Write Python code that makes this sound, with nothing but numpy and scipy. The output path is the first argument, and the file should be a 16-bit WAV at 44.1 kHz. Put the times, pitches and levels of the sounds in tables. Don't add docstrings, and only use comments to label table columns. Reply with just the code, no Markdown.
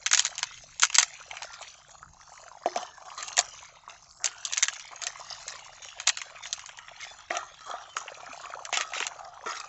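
import sys
import numpy as np
from scipy import signal
from scipy.fft import rfft, irfft, next_fast_len
from scipy.io import wavfile
from scipy.ndimage import uniform_filter1d, minimum_filter1d, map_coordinates

SR = 44100
rng = np.random.default_rng(int(sys.argv[2]) if len(sys.argv) > 2 else 0)


def file_out(sig):
    cols = np.atleast_2d(sig).T
    lim = np.clip(cols, -1, 1)
    pcm = np.round(lim * 32767).astype(np.int16)
    wavfile.write(sys.argv[1], SR, pcm)


N = 426917

# frequency in Hz, relative level in dB.
RUMBLE_EQ = [(20, 8), (166, 4), (194, -9), (293, -11), (480, -19.5), (620, -25.5), (1060, -120)]
# peak time in seconds, level in dB.
RUMBLE_SWELLS = [(0.65, -62), (2.08, -61)]
# frequency in Hz, seconds to fall 60 dB.
YARD_DECAY = [(500, 0.09), (2000, 0.04), (7000, 0.044)]
# start and end in seconds, first and last pitch in Hz, level in dB.
SOFT_TONES = [(1.472, 1.603, 1380, 1390, -50), (7.023, 7.046, 2210, 2086, -37.5),
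              (7.075, 7.13, 3510, 3480, -48.5), (7.89, 7.945, 3090, 3040, -51.5)]
# time in seconds, then bubbling, rustle and fizz faders in dB.
SIMMER_FADERS = [(0, -59.5, -64.5, -56), (0.3, -48, -48.5, -49), (0.681, -61.5, -58.5, -57),
                 (1.101, -55, -50.5, -50), (1.43, -46.5, -55, -58.5), (1.8, -57, -60, -57),
                 (2.111, -53.5, -77.5, -66.5), (2.299, -51.5, -62, -52.5), (2.6, -51, -66.5, -61),
                 (3.15, -46, -64, -54.5), (3.5, -57.5, -52.5, -54.5), (3.82, -54, -62.5, -65.5),
                 (4.119, -65.5, -90.5, -56.5), (4.4, -53, -53.5, -53), (4.88, -55.5, -55, -57.5),
                 (5.3, -46, -52.5, -49), (5.75, -54.5, -58.5, -60), (6.05, -51, -53.5, -55),
                 (6.379, -51.5, -57.5, -62), (6.85, -50.5, -53.5, -58.5), (7.277, -55, -59, -70),
                 (7.58, -59.5, -57, -62), (8.15, -46.5, -57, -56), (8.62, -44.5, -58.5, -55.5),
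                 (9.33, -49.5, -64.5, -67), (9.68, -53, -58, -54)]
# start in seconds, dull and bright levels in dB, seconds to fall 60 dB.
BREAD_SHIFTS = [(0.121, -38, -35, 0.33), (0.519, -66, -49.5, 0.45), (1.615, -51, -46.5, 0.35),
                (2.66, -44, -51, 1), (2.77, -41.5, -46.5, 0.64), (3.05, -49.5, -54, 0.37),
                (3.176, -43, -45.5, 0.92), (3.384, -41, -43.5, 0.39), (3.883, -52, -54, 0.6),
                (4.199, -47.5, -80, 0.92), (4.246, -42.5, -42.5, 0.48), (4.91, -46, -71, 0.28),
                (5.018, -42.5, -46.5, 0.43), (5.474, -49, -45.5, 0.78), (5.82, -51, -44, 0.15),
                (6.169, -53.5, -50.5, 0.89), (6.426, -53.5, -43.5, 0.45), (7.001, -53, -47.5, 1),
                (7.303, -35, -43.5, 0.52), (7.658, -43, -52, 1), (7.965, -38.5, -42, 0.31),
                (8.169, -51.5, -76, 0.97), (8.43, -42, -53, 0.28), (8.73, -43.5, -46.5, 1),
                (8.94, -40.5, -43, 1), (9.458, -37, -46.5, 0.6), (9.551, -50, -43.5, 0.27)]
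# start in seconds, peak level in dB, pitch in Hz.
PITCHED_POPS = [(8.291, -49, 264), (9.007, -35, 420), (9.464, -33, 436), (0.135, -15.5, 1480),
                (0.25, -28, 1230), (0.43, -24.5, 1016), (0.834, -6.5, 1420), (0.985, -9, 1570),
                (2.659, -10.5, 677), (2.761, -16.5, 688), (2.82, -35, 770), (2.029, -32, 1310),
                (2.515, -37.5, 1040), (3.18, -31.5, 1090), (3.38, -23.5, 730), (3.391, -19.5, 693),
                (8.232, -37, 724), (3.629, -37.5, 990), (3.878, -31, 1110), (2.765, -39, 220),
                (4.933, -29.5, 1180), (5.065, -34, 1330), (5.21, -32.5, 1000), (6.076, -30.5, 776),
                 (7.306, -25.5, 674), (7.308, -17, 1960), (7.351, -30, 640), (7.43, -33.5, 1020),
                (9.439, -33.5, 1000), (7.695, -37, 704), (7.739, -29, 700), (7.968, -17, 1320),
                (8.538, -27, 1300), (8.728, -22.5, 766), (8.772, -21.5, 744), (8.455, -39, 710),
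                (8.083, -45, 730)]
# pitch in Hz, level in dB, seconds to fall 60 dB.
THUD_MODES = [(357.4, -12, 0.32), (646, -8.5, 0.11)]
# start in seconds, level in dB.
BOWL_THUDS = [(2.661, -21.5), (7.306, -34.5), (8.77, -38.5), (9.462, -34.5)]
# pitch in Hz, level in dB, seconds to fall 60 dB.
RING_MODES = [(1179, -7, 0.55), (1281, -2, 0.6), (1367, 0, 0.45), (1793, -7, 0.36), (1863, -5, 0.45),
              (1949, -6, 0.42), (950, -12, 0.25), (2225, -7, 0.2), (2374, -5, 0.15), (3246, -10, 0.3),
              (3570, -10, 0.25)]
# start in seconds, level in dB, hardness as tilt in dB per octave.
BOWL_KNOCKS = [(6.79, -56, -11), (7.306, -49, 7), (7.35, -45, 9.5), (7.608, -54, -7), (7.695, -59, -20),
               (7.7373, -49, -15), (7.967, -49, -5), (8.775, -42.5, -4), (9.4621, -37, -1)]
# start and start of the fade-out in seconds, level in dB.
BREAD_SCRAPES = [(8.725, 8.774, -32), (8.801, 8.817, -33.5), (8.947, 9.048, -39.5)]
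# frequency in Hz, relative level in dB.
SCRAPE_EQ = [(1200, -14), (2200, 5), (3100, 3), (4200, -6.5), (7500, -3.5)]
# time in seconds, level in dB ahead of the microphone's roll-off.
CRACK_SPARKLES = [(0.824, 3.5), (0.833, 6.5), (0.987, 13), (1.0295, 10.5), (3.378, 7), (3.3915, 13)]
# frequency in Hz, relative level in dB.
CRISP_EQ = [(2500, -30.5), (3200, -9.5), (4200, -6.5), (5300, -11), (6500, -1), (7500, -7), (16000, -4.5)]
# frequency in Hz, relative level in dB.
BODY_EQ = [(250, -42), (500, -41.5), (900, -14.5), (1400, -11), (2000, -6), (3000, -8), (3800, -20)]
# time in seconds, crisp level in dB, body level in dB.
BREAD_CRACKS = [ (0.0631, -13.5, -23), (0.0673, -14.5, -20.5), (0.115, -11.5, -22.5), (0.133, -6.5, -24),
                (0.137, -8, -19.5),  (0.1486, -8.5, -22), (0.1778, -13, -24), (0.1958, -4, -21.5),
                (0.2518, -12.5, -31),  (0.259, -21, -29), (0.207, -41, -35.5), (0.225, -27, -38),
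                (0.2677, -18.5, -31), (0.1759, -15, -29.5), (0.382, -19.5, -35), (0.3931, -21, -33),
                (0.4315, -11.5, -22), (0.799, -17, -35.5),  (0.816, -30.5, -45), (0.8233, -9, -27),
                (0.83, -17, -20.5), (0.835, -1.5, -15.5), (0.853, -14.5, -25.5),  (0.902, -27, -28.5),
                (0.9304, -28, -32), (0.947, -12, -27.5), (0.954, -5, -26), (0.961, -22, -25),
                (0.9859, 2.5, -7.5), (1.0003, -7.5, -44), (1.008, -47, -23), (1.031, -8, -19),
                (1.313, -35, -29.5), (1.371, -33.5, -31), (1.4234, -29.5, -33.5), (1.433, -26.5, -41),
                (1.629, -35, -36),   (2.6603, -36, -31.5), (2.7608, -26.5, -31.5), (3.18, -32, -51),
                (3.104, -50, -41), (3.2825, -23, -53), (3.32, -42, -37.5), (3.371, -16, -30),
                (3.38, -11, -19), (3.392, -4, -20.5), (4.473, -26, -42), (4.564, -29, -43),
                (4.6386, -16, -23), (4.245, -11, -27),  (4.2601, -8.5, -32), (4.276, -31, -29.5),
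                (4.453, -14, -51), (4.5267, -22, -35), (4.5365, -15.5, -32.5), (4.574, -16.5, -25),
                (4.5808, -11.5, -26.5), (4.628, -11, -18.5), (4.6331, -5, -45), (4.685, -16, -20.5),
                (4.737, -27.5, -47), (4.798, -29, -37.5), (5.02, -23.5, -38), (5.0385, -19, -46),
                (5.0699, -15, -29), (5.482, -22.5, -40), (5.849, -32, -39), (6.0017, -22.5, -29.5),
                (6.073, -15, -27), (6.076, -6, -20.5), (6.081, -20, -21), (6.093, -6.5, -32),
                (6.098, -17, -18), (6.174, -20.5, -28.5), (6.218, -24.5, -27), (6.775, -34.5, -49),
                (6.884, -72, -37.5), (6.4566, -41, -31.5), (6.53, -13, -38.5),  (6.595, -30.5, -37),
                (6.662, -30, -43), (6.693, -35, -35.5), (6.7887, -39, -35.5), (7.3045, -65, -36),
                 (7.354, -35, -28), (7.969, -23.5, -27.5),  (8.082, -53, -30), (8.6535, -25, -32),
                (8.7289, -23.5, -22), (8.774, -14, -17.5), (8.8113, -18.5, -23), (8.937, -31, -25.5),
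                (9.0042, -23, -22.5), (9.027, -32, -21), (9.069, -18, -27)]

CRUMB_DB, CRUMB_SLOPE, CRUMB_T60_S = -42, 0.43, 0.2
SPLINTER_WAIT_S, SPLINTER_DB, SPLINTER_SCATTER_DB = 0.006, -12, 12
MIC_HZ, MIC_FLOOR_DB, TOP_HZ = 7640, -62, 15500


def amp(db):
    return 10 ** (np.asarray(db) / 20)


def unit(x):
    return x / np.sqrt(np.mean(x ** 2) + 1e-20)


def along(points, hz):
    freqs, values = np.transpose(points)
    return np.interp(np.log(hz + 1), np.log(freqs + 1), values)


def filtered(x, response):
    size = next_fast_len(N + 8192)
    return irfft(rfft(x, size) * response(np.fft.rfftfreq(size, 1 / SR)), size)[:N]


def noise(eq):
    low_hz, high_hz = eq[0][0], eq[-1][0]
    white = rng.standard_normal(N)
    return unit(filtered(white, lambda hz: amp(along(eq, hz)) * (hz > low_hz) * (hz < high_hz)))


def wobble(rate_hz):
    knots = rng.standard_normal(int(N * rate_hz / SR) + 4)
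    return map_coordinates(knots, [np.arange(N) * rate_hz / SR])


def place(times, shapes):
    at = np.round(times * SR).astype(int)[:, None] + np.arange(shapes.shape[1])
    return np.bincount(at.ravel(), shapes.ravel(), N + SR)[:N]


def envelopes(times, db, shape):
    return np.sqrt(place(times, (amp(db)[:, None] * shape / shape.max(axis=-1, keepdims=True)) ** 2))


def swells(times, db, rise_s, t60):
    t = np.arange(SR // 2) / SR
    return envelopes(times, db, (1 - np.exp(-t / rise_s)) * amp(-60 * t / t60))


def blips(times, db, hz, cycles, samples, rise_cycles=1.4):
    turns = np.arange(samples) / SR * hz[:, None]
    attack = (1 - np.exp(-turns / rise_cycles)) ** 2
    shape = attack * amp(-60 * turns / cycles) * np.sin(2 * np.pi * turns)
    return place(times, amp(db)[:, None] * shape / np.abs(shape).max())


def grains(count, centre_hz, spread, cycles, scatter_db, samples):
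    when, rarity = rng.random((count, 2)).T
    hz = np.clip(centre_hz * np.exp(spread * rng.standard_normal(count)), 560, 9000)
    db = -scatter_db * np.log(np.maximum(rarity, .03))
    return unit(blips(when * N / SR, db, hz, cycles, samples))


def patchy(x, depth_db):
    spectra = signal.stft(x, nperseg=512)[2]
    patches = uniform_filter1d(rng.standard_normal(spectra.shape), size=3, axis=0)
    patches = uniform_filter1d(patches, size=18, axis=1)
    return unit(signal.istft(spectra * amp(depth_db * unit(patches)), nperseg=512)[1][:N])


def even(x):
    return x / np.sqrt(np.abs(uniform_filter1d(x ** 2, size=110)) + 0.16)


def rumble(bed_db=-69, swell_s=0.11):
    t = np.arange(N) / SR
    surges = sum(amp(db) * np.exp(-((t - peak) / swell_s) ** 2) for peak, db in RUMBLE_SWELLS)
    return np.hypot(amp(bed_db + 1.6 * wobble(2.9)), surges) * noise(RUMBLE_EQ)


def yard_reverb(x):
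    hz, t, spectra = signal.stft(rng.standard_normal(SR // 3), SR, nperseg=256)
    tail = signal.istft(spectra * amp(-60 * t / along(YARD_DECAY, hz)[:, None]), SR, nperseg=256)[1]
    predelayed = np.pad(x, (150, 0))
    return signal.fftconvolve(predelayed, tail / np.linalg.norm(tail))[:N]


def soft_tones():
    t, tones = np.arange(N) / SR, np.zeros(N)
    for start, end, first_hz, last_hz, db in SOFT_TONES:
        phase = 2 * np.pi * np.cumsum(np.interp(t, [start, end], [first_hz, last_hz])) / SR
        gate = np.clip(np.minimum(t - start, end - t) / 0.0044, 0, 1)
        tones += amp(db + 0.47 * wobble(61.4)) * gate * np.sin(phase)
    return tones


def crumb_ticks(count):
    t = np.arange(SR // 50) / SR
    when, rarity = rng.random((count, 2)).T
    jump = 1.6 * amp(-4 * np.log(np.maximum(rarity, .04)))
    shape = (1 - np.exp(-t / 0.0022)) * amp(-60 * t / 0.027)
    return 1 + place(when * N / SR, jump[:, None] * shape)


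def crumb_showers():
    times, crisp_db, _ = np.transpose(BREAD_CRACKS)
    return swells(times, CRUMB_DB + CRUMB_SLOPE * crisp_db, rise_s=0.001, t60=CRUMB_T60_S)


def simmer():
    times, *faders = np.transpose(SIMMER_FADERS)
    bubble_db, rustle_db, fizz_db = [np.interp(np.arange(N) / SR, times, db) for db in faders]
    starts, dull_db, bright_db, t60 = np.transpose(BREAD_SHIFTS)
    dull, bright = [swells(starts, db, rise_s=0.0014, t60=t60[:, None]) for db in (dull_db, bright_db)]
    bright = np.hypot(bright, crumb_showers())
    crackle = crumb_ticks(count=300) * amp(1.65 * wobble(7))
    bubbles = grains(count=850, centre_hz=1120, spread=.38, cycles=11, scatter_db=3.5, samples=800)
    slosh = noise([(430, -20), (690, 15), (920, 6), (1250, 13), (1800, -0.5)])
    rustle = grains(count=3500, centre_hz=2600, spread=.33, cycles=7, scatter_db=4.5, samples=250)
    rustle += 0.87 * noise([(1600, -2.2), (2400, 0.92), (4300, 1)])
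    fizz = grains(count=5000, centre_hz=6300, spread=.16, cycles=14, scatter_db=4.5, samples=150)
    fizz += 0.74 * noise([(4000, -7.5), (5200, -6), (6500, 2), (8300, -18)])
    thump = amp(-20.5) * dull * noise([(230, -4.5), (480, 7.5)])
    return (thump
            + np.hypot(amp(bubble_db - 3.5), .5 * dull) * crackle ** 0.24 * bubbles
            + np.hypot(amp(bubble_db - 7.5), dull) * crackle ** 0.53 * patchy(slosh, depth_db=6)
            + np.hypot(amp(rustle_db), amp(-1) * bright) * crackle * patchy(rustle, depth_db=5)
            + np.hypot(amp(fizz_db), bright) * crackle * patchy(fizz, depth_db=4.5))


def pitched_pops():
    times, db, hz = np.transpose(PITCHED_POPS)
    return blips(times, db, hz, cycles=14, samples=1500, rise_cycles=0.6)


def struck_bowl(hits, modes):
    t = np.arange(SR // 2) / SR
    rings = np.zeros((len(hits), len(t)))
    for ring, (_, hit_db, *hardness) in zip(rings, hits):
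        for hz, mode_db, t60 in modes:
            db = hit_db + mode_db + sum(hardness) * np.log2(hz / 1500) + rng.normal(0, 3.2)
            ring += amp(db - 60 * t / t60) * np.sin(2 * np.pi * hz * t)
    return place(np.transpose(hits)[0], rings)


def scrapes():
    t = np.arange(N) / SR
    gain = sum(amp(db) * np.clip(np.minimum((t - start) / 0.0048, (fade - t) / 0.023 + 1), 0, 1)
               for start, fade, db in BREAD_SCRAPES)
    grit = amp(4.3 * wobble(160))
    return gain * grit * noise(SCRAPE_EQ)


def sparkle():
    times, db = np.transpose(CRACK_SPARKLES)
    return swells(times - .001, db, rise_s=.0012, t60=.016) * noise([(8400, 0), (15800, -3)])


def cracks():
    times, crisp_db, body_db = np.transpose(BREAD_CRACKS)
    wait, drop = rng.exponential(1, (len(times), 4, 2)).T
    splinter_times = times + 0.0039 + SPLINTER_WAIT_S * np.minimum(wait, 4)
    splinter_db = SPLINTER_DB - SPLINTER_SCATTER_DB * drop
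    starts = np.append(times, splinter_times) - .0022
    t = np.arange(SR // 20) / SR
    attack = 1 - np.exp(-(t / 0.002) ** 2)
    rattle = amp(-29.5 - 60 * t / 0.022)
    puffs = np.zeros(N)
    for eq, db, t60 in (CRISP_EQ, crisp_db, 0.0044), (BODY_EQ, body_db, 0.011):
        shape = attack * (amp(-60 * t / t60) + rattle)
        puffs += even(noise(eq)) * envelopes(starts, np.append(db, db + splinter_db), shape)
    return puffs


def scene():
    ring = amp(0.89 * wobble(45)) * struck_bowl(BOWL_KNOCKS, RING_MODES)
    thuds = amp(2 * wobble(90)) * (pitched_pops() + struck_bowl(BOWL_THUDS, THUD_MODES))
    close = cracks() + scrapes() + ring + thuds
    cooking = close + amp(-11.5) * yard_reverb(close) + simmer()
    cooking = filtered(cooking, lambda hz: 1 / (1 + (170 / (hz + 1)) ** 6))
    return (cooking + sparkle() + soft_tones() + rumble())[None]


def record(dry):
    narrow = filtered(dry[0], lambda hz: amp(np.clip(-.05 * (hz - MIC_HZ), MIC_FLOOR_DB, 0)))
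    safe_gain = np.minimum(1, .97 / (np.abs(narrow) + 1e-9))
    limited = narrow * uniform_filter1d(minimum_filter1d(safe_gain, size=130), size=90)
    return filtered(limited, lambda hz: hz < TOP_HZ)[None]


dry = scene()
out = record(dry)
file_out(out)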